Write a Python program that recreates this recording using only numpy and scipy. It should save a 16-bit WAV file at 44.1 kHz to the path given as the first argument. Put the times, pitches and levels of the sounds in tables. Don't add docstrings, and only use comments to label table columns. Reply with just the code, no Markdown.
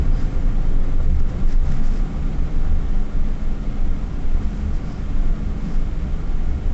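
import sys
import numpy as np
from scipy import signal
from scipy.fft import rfft, irfft, next_fast_len
from scipy.io import wavfile
from scipy.ndimage import uniform_filter1d

SR = 44100
rng = np.random.default_rng(int(sys.argv[2]) if len(sys.argv) > 2 else 0)


def wav_out(sig):
    wavfile.write(sys.argv[1], SR, np.round(np.clip(np.atleast_2d(sig).T, -1, 1) * 32767).astype(np.int16))


N = 297189
TIME, BINS = np.arange(N) / SR, np.fft.rfftfreq(N, 1 / SR)



def amp(db):
    return 10 ** (np.asarray(db) / 20)


def unit(x):
    return x / np.sqrt(np.mean(x ** 2) + 1e-20)


def curves(rows):
    times, *columns = np.transpose(rows)
    return [np.interp(TIME, times, column) for column in columns]


def bell(x, centre, width):
    return .5 ** ((2 * (x - centre) / width) ** 2)


def noise(spectrum, resonances=()):
    hz, db = np.transpose(spectrum)
    colour_db = np.interp(np.log(BINS + 1), np.log(hz + 1), db)
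    colour_db = colour_db + sum(peak_db * bell(BINS, f, width) for f, width, peak_db in resonances)
    white = rfft(rng.standard_normal(N))
    return unit(irfft(white * amp(colour_db), N))


def drift(rate_hz):
    size = next_fast_len(N, True)
    white = rfft(rng.standard_normal(size))
    lowpass = bell(np.fft.rfftfreq(size, 1 / SR), 0, 2 * rate_hz)
    return unit(irfft(white * lowpass, size)[:N])


def steadied(x, seconds):
    window = signal.windows.hann(int(seconds * SR))
    coverage = signal.fftconvolve(np.ones(N), window, "same")
    power = signal.fftconvolve(x ** 2, window, "same") / coverage
    return x / np.sqrt(abs(power) + 0.012)


def tone(hz, wander, rate_hz):
    turns = np.cumsum(hz * (1 + wander * drift(rate_hz))) / SR
    return unit(np.sin(2 * np.pi * (turns + rng.random())))


def swells(rows):
    return np.sqrt(sum(amp(db) ** 2 * bell(TIME, s, length) for s, length, *_, db in rows))


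def fuzzy_notes(rows, width_hz):
    fuzz = drift(width_hz) + 1j * drift(width_hz)
    fuzz = fuzz / np.sqrt(abs(fuzz) ** 2 + .5)
    total = np.zeros(N)
    for s, length, hz, db in rows:
        note = unit((fuzz * np.exp(2j * np.pi * hz * TIME)).real)
        total += amp(db) * bell(TIME, s, length) * note
    return total


# t/s, level/dB (roughness)
ROUGHNESS = [(0, 5), (.3, 2), (.8, 3.5), (1.1, -2), (1.4, 3), (1.57, 0), (1.73, 3), (2.8, 0.5), (3.5, -1),
             (3.8, 0), (4.4, -0.5), (5, 0), (5.65, 1), (5.9, -0.5), (6.74, -1.5)]


def roughness_db():
    return curves(ROUGHNESS)[0]


# f/Hz, level/dB
SHAKE_SPECTRUM = [(4, -35.5), (10, -17.5), (16, 1), (21, 3), (25, 0), (31, -16), (48, -37.5), (160, -110)]
# f/Hz, level/dB
PANEL_SPECTRUM = [(25, -19), (33, 2.5), (41, -5.5), (47, -13.5), (65, -22.5), (200, -110)]


def rocking():
    shake = steadied(noise(SHAKE_SPECTRUM), seconds=.1)
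    panel = steadied(noise(PANEL_SPECTRUM), seconds=0.022)
    level_db = -26 + 0.87 * roughness_db()
    return amp(level_db) * (shake + amp(-3.5) * panel)


# f/Hz, level/dB
MURK_SPECTRUM = [(35, -25.5), (52, -4.5), (62, -6), (68, -10.5), (78, -5.5), (92, -12.5), (120, -42),
                 (400, -100)]


def murk():
    level_db = -33.5 + 3.5 * drift(rate_hz=2)
    return amp(level_db) * steadied(noise(MURK_SPECTRUM), seconds=0.21)


# t/s, length/s (at half power), level/dB
BOOM_EVENTS = [(0, 0.029, -17), (.37, 0.045, -27), (1.02, 0.083, -24.5), (1.155, 0.1, -17.5),
               (1.38, 0.074, -27), (1.66, 0.096, -24), (2.2, .05, -26), (2.43, 0.074, -25),
               (2.71, 0.079, -23.5), (3.23, 0.15, -30), (3.89, 0.085, -24.5), (4.19, 0.035, -35),
               (4.41, 0.1, -26), (4.67, 0.082, -23), (5.49, 0.091, -28), (6.06, 0.088, -26),
               (6.55, 0.099, -22.5)]


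def booms():
    return swells(BOOM_EVENTS) * tone(69, wander=.055, rate_hz=14.04)


# f/Hz, level/dB
DRONE_SPECTRUM = [(60, -31), (98, -3), (112, -2), (140, 1), (172, -2.5), (200, -2), (225, -3.5),
                  (250, -6.5), (280, -7.5), (305, -15), (450, -34.5), (900, -87.5)]


def drone():
    level_db = -34.5 + 1.06 * roughness_db()
    return amp(level_db) * steadied(noise(DRONE_SPECTRUM), seconds=0.43)


# f/Hz, level/dB
ROAR_SPECTRUM = [(150, -22.5), (300, -0.5), (410, 0.5), (470, -2), (530, -3), (580, -8.5), (760, -6),
                 (860, -10.5), (1050, -11), (1400, -12), (1650, -20), (2500, -42), (6000, -80)]
# f/Hz, width/Hz, level/dB
CABIN_PEAKS = [(604, 39, 5), (710, 25, 4), (773, 40, 3), (1157, 32, 6.5), (1265, 32, 3), (1400, 45, 4),
               (1620, 31, 4.5), (2153, 150, 3.5), (3100, 240, 2.5), (5040, 250, 0.5)]


def roar():
    flutter_db = 0.61 * drift(rate_hz=26)
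    level_db = -41.5 + 0.46 * roughness_db() + flutter_db
    return amp(level_db) * noise(ROAR_SPECTRUM, CABIN_PEAKS)


# t/s, level/dB
CAVITY_LEVEL = [(0, -49.5), (1.6, -51), (1.8, -39), (2.2, -39.5), (2.45, -48), (2.65, -39.5), (3.05, -41.5),
                (3.4, -38.5), (4.25, -45), (4.6, -35), (4.98, -44), (5.2, -38), (5.6, -38.5), (6.1, -47),
                (6.35, -48.5), (6.74, -38)]


def cavity():
    return amp(curves(CAVITY_LEVEL)[0]) * tone(209.5, wander=.006, rate_hz=4.87)


# t/s, f/Hz
CRANK_RATE = [(0, 27.6), (1.5, 27.8), (1.75, 22.6), (2.45, 20.15), (5, 20.2), (6.74, 20.15)]
# multiple of the crank rate, full from t/s, full until t/s, level/dB
ENGINE_ORDERS = [(4, 0, 1.5, -37.5), (5, 0, 1.5, -41), (10, 0, 1.55, -43.5), (11, 0, 1.5, -52),
                 (12, 0, 1.5, -51), (14, 0, 1.5, -52), (2, 2.3, 6.8, -32), (6, 2.4, 6.8, -46),
                 (8, 2.3, 3.1, -43), (8, 3.25, 6.8, -40.5), (14, 2.4, 6.8, -46), (15, 2.4, 6.8, -54)]


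def engine():
    crank_hz = curves(CRANK_RATE)[0]
    turns = np.cumsum(crank_hz * (1 + .004 * drift(rate_hz=4))) / SR
    fade_s = 0.079
    hum = np.zeros(N)
    for order, start, end, db in ENGINE_ORDERS:
        waver_db = 1.5 * drift(rate_hz=5)
        inside_s = np.minimum(TIME - start, end - TIME)
        heard = np.clip(1 + inside_s / fade_s, 0, 1)
        wave = unit(np.sin(2 * np.pi * (round(order) * turns + rng.random())))
        hum += heard * amp(db + waver_db) * wave
    return hum


def whine():
    hold_s, fade_db_per_s = 1.45, 45
    level_db = -51 - fade_db_per_s * np.maximum(TIME - hold_s, 0)
    waver = unit(amp(3 * drift(rate_hz=18)))
    return amp(level_db) * waver * tone(516, wander=.009, rate_hz=25)


# f/Hz, level/dB
HISS_SPECTRUM = [(700, -26), (1300, -2.5), (1600, -2), (1850, 3), (1980, -0.5), (2200, -0.5), (2500, -2.5),
                 (3100, -6), (3600, -6.5), (4500, -10.5), (5500, -11.5), (7500, -13), (9000, -22)]


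def air():
    flutter_db = 0.6 * drift(rate_hz=50)
    level_db = -50.5 + 0.31 * roughness_db() + flutter_db
    return amp(level_db) * noise(HISS_SPECTRUM, CABIN_PEAKS)


# t/s, length/s (at half power), f/Hz, level/dB
HEAVE_EVENTS = [(.11, 0.064, 25, -9.5), (.255, 0.042, 25, -14.5), (.38, 0.069, 22.8, -13.5),
                (.46, 0.042, 23.7, -13.5), (.58, 0.057, 22.2, -13), (.69, 0.049, 21, -16),
                (.8, 0.095, 20.5, -9), (.97, .055, 20.4, -11), (1.095, 0.086, 22.4, -9.5),
                (1.228, 0.062, 18, -9), (1.47, 0.046, 23, -6.5), (1.58, 0.068, 23.4, -7.5),
                (1.7, 0.062, 20.4, -16), (1.8, 0.069, 17.8, -12.5), (1.89, 0.055, 19.8, -11.5),
                (1.99, 0.053, 26, -15), (2.255, 0.041, 29, -16), (2.4, .07, 22, -17.5),
                (2.57, 0.069, 23, -14.5), (2.72, 0.12, 22, -13), (2.98, 0.12, 20.8, -15.5),
                (3.2, 0.045, 21, -11.5), (3.285, 0.06, 19.5, -16), (3.49, 0.064, 20, -15.5),
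                (3.68, 0.039, 22, -18), (3.81, 0.065, 22, -13.5), (3.91, 0.062, 19, -13),
                (4.02, .05, 20, -19), (4.18, 0.037, 24.8, -17), (4.27, 0.039, 17, -12),
                (4.35, 0.054, 21.2, -10), (4.46, 0.033, 21.6, -12.5), (4.76, 0.033, 26.5, -14),
                (4.87, .05, 23, -23), (5.2, 0.072, 21, -13), (5.29, .05, 21.8, -12), (5.79, .055, 22, -14),
                (5.97, 0.14, 20, -22), (6.15, 0.063, 22.2, -21), (6.41, .16, 20.6, -16.5),
                (6.7, 0.062, 22, -17.5)]


def heaves():
    bounce_hz = curves(HEAVE_EVENTS)[1]
    return swells(HEAVE_EVENTS) * tone(bounce_hz, wander=.1, rate_hz=20)


# t/s, length/s (at half height), f/Hz, level/dB
SQUEAK_EVENTS = [(.135, .04, 4980, -60), (.187, .05, 4920, -57)]


def squeaks():
    return fuzzy_notes(SQUEAK_EVENTS, width_hz=120)


# t/s, length/s (at half height), level/dB, ring level/dB relative to the hiss
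RUSTLE_EVENTS = [(0.205, 0.12, -50.5, -11), (.33, .05, -54, -16), (1.038, 0.028, -54.5, -20),
                 (1.107, 0.016, -48.5, -19), (1.16, .03, -54, -16), (1.2, 0.014, -46.5, -13),
                 (1.3, .02, -51.5, -18), (1.38, 0.092, -59, -24), (1.506, 0.068, -47, -8.5),
                 (1.654, 0.055, -59, -20), (1.725, 0.12, -49, -12), (1.863, 0.051, -50, -7),
                 (1.96, 0.1, -49, -10), (3.824, 0.036, -61, -6), (4.428, 0.047, -54, -9),
                 (4.576, 0.17, -55, -12), (4.758, 0.047, -58.5, -3), (4.925, 0.18, -55.5, -5),
                 (5.706, 0.15, -52.5, -7)]
# f/Hz, level/dB
RUSTLE_SPECTRUM = [(500, -27), (1500, 11.5), (3000, 1.5), (4200, -0.5), (6000, 0), (7500, -1.5),
                   (9000, -6.5)]
# f/Hz, level/dB
RING_SPECTRUM = [(3500, -34.5), (4600, -11), (5000, -8), (5400, -10), (7000, -24.5)]


def rustles():
    hiss, ring = noise(RUSTLE_SPECTRUM), noise(RING_SPECTRUM)
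    bursts = np.zeros(N)
    for s, length, db, ring_db in RUSTLE_EVENTS:
        bursts += amp(db) * bell(TIME, s, length) * (hiss + amp(ring_db) * ring)
    grain_db = 2.3 * drift(rate_hz=120)
    return bursts * amp(grain_db)


# t/s, length/s (at half height), f/Hz, level/dB
BUZZ_EVENTS = [(1.002, 0.029, 612, -44.5), (1.09, 0.058, 405, -44.5), (1.28, .1, 392, -48),
               (1.41, 0.054, 410, -47)]


def buzzes():
    return fuzzy_notes(BUZZ_EVENTS, width_hz=23)


# t/s, length/s (at half height), thud level/dB, panel level/dB
JOLT_EVENTS = [(1.002, 0.011, -41, -37), (1.11, 0.088, -24, -44.5), (1.208, 0.0083, -25, -39),
               (1.386, 0.11, -29.5, -46.5), (1.678, 0.047, -46, -38), (2.492, 0.033, -51, -40.5),
               (3.011, 0.015, -37, -43), (3.176, 0.02, -33, -53), (4.114, 0.018, -31, -50),
               (5.237, 0.014, -36, -47), (5.663, 0.043, -27.5, -65), (6.057, 0.035, -26.5, -44)]
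# f/Hz, level/dB
THUD_SPECTRUM = [(60, -23), (100, -2), (130, 2), (185, 0.5), (230, -19.5), (320, -23.5), (600, -76.5)]


def jolts():
    thud = steadied(noise(THUD_SPECTRUM), seconds=0.077)
    panel = noise(ROAR_SPECTRUM, CABIN_PEAKS)
    knocks = np.zeros(N)
    for s, length, thud_db, panel_db in JOLT_EVENTS:
        knocks += bell(TIME, s, length) * (amp(thud_db) * thud + amp(panel_db) * panel)
    return knocks


# t/s, length/s (at half height), f/Hz, level/dB
MOAN_EVENTS = [(1.719, 0.19, 135.5, -30.5), (1.792, .18, 260.6, -39.5), (2.204, 0.29, 271.8, -40),
               (2.285, 0.33, 151.1, -32)]


def moans():
    return fuzzy_notes(MOAN_EVENTS, width_hz=2.73)


def scene():
    body = rocking() + murk() + booms() + heaves()
    tyres = drone() + roar() + cavity() + moans()
    drivetrain = engine() + whine()
    cabin = air() + squeaks() + rustles() + buzzes()
    return (body + tyres + jolts() + drivetrain + cabin)[None]


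def record(dry):
    threshold_db, squeeze = -10, 0.68
    recovery_db_per_s, edge_hz = 104, 7850
    level_db = 20 * np.log10(abs(dry[0]) + 1e-9)
    over_db = squeeze * np.maximum(level_db - threshold_db, 0)
    recovery_db = TIME * recovery_db_per_s
    duck_db = np.maximum.accumulate(over_db + recovery_db) - recovery_db
    smooth_db = uniform_filter1d(uniform_filter1d(duck_db, size=200), size=200)
    limited = dry / amp(smooth_db)
    lowpass = signal.firwin(191, edge_hz, window=("kaiser", 8), fs=SR)
    return signal.oaconvolve(limited, lowpass[None], "same")


dry = scene()
out = record(dry)
wav_out(out)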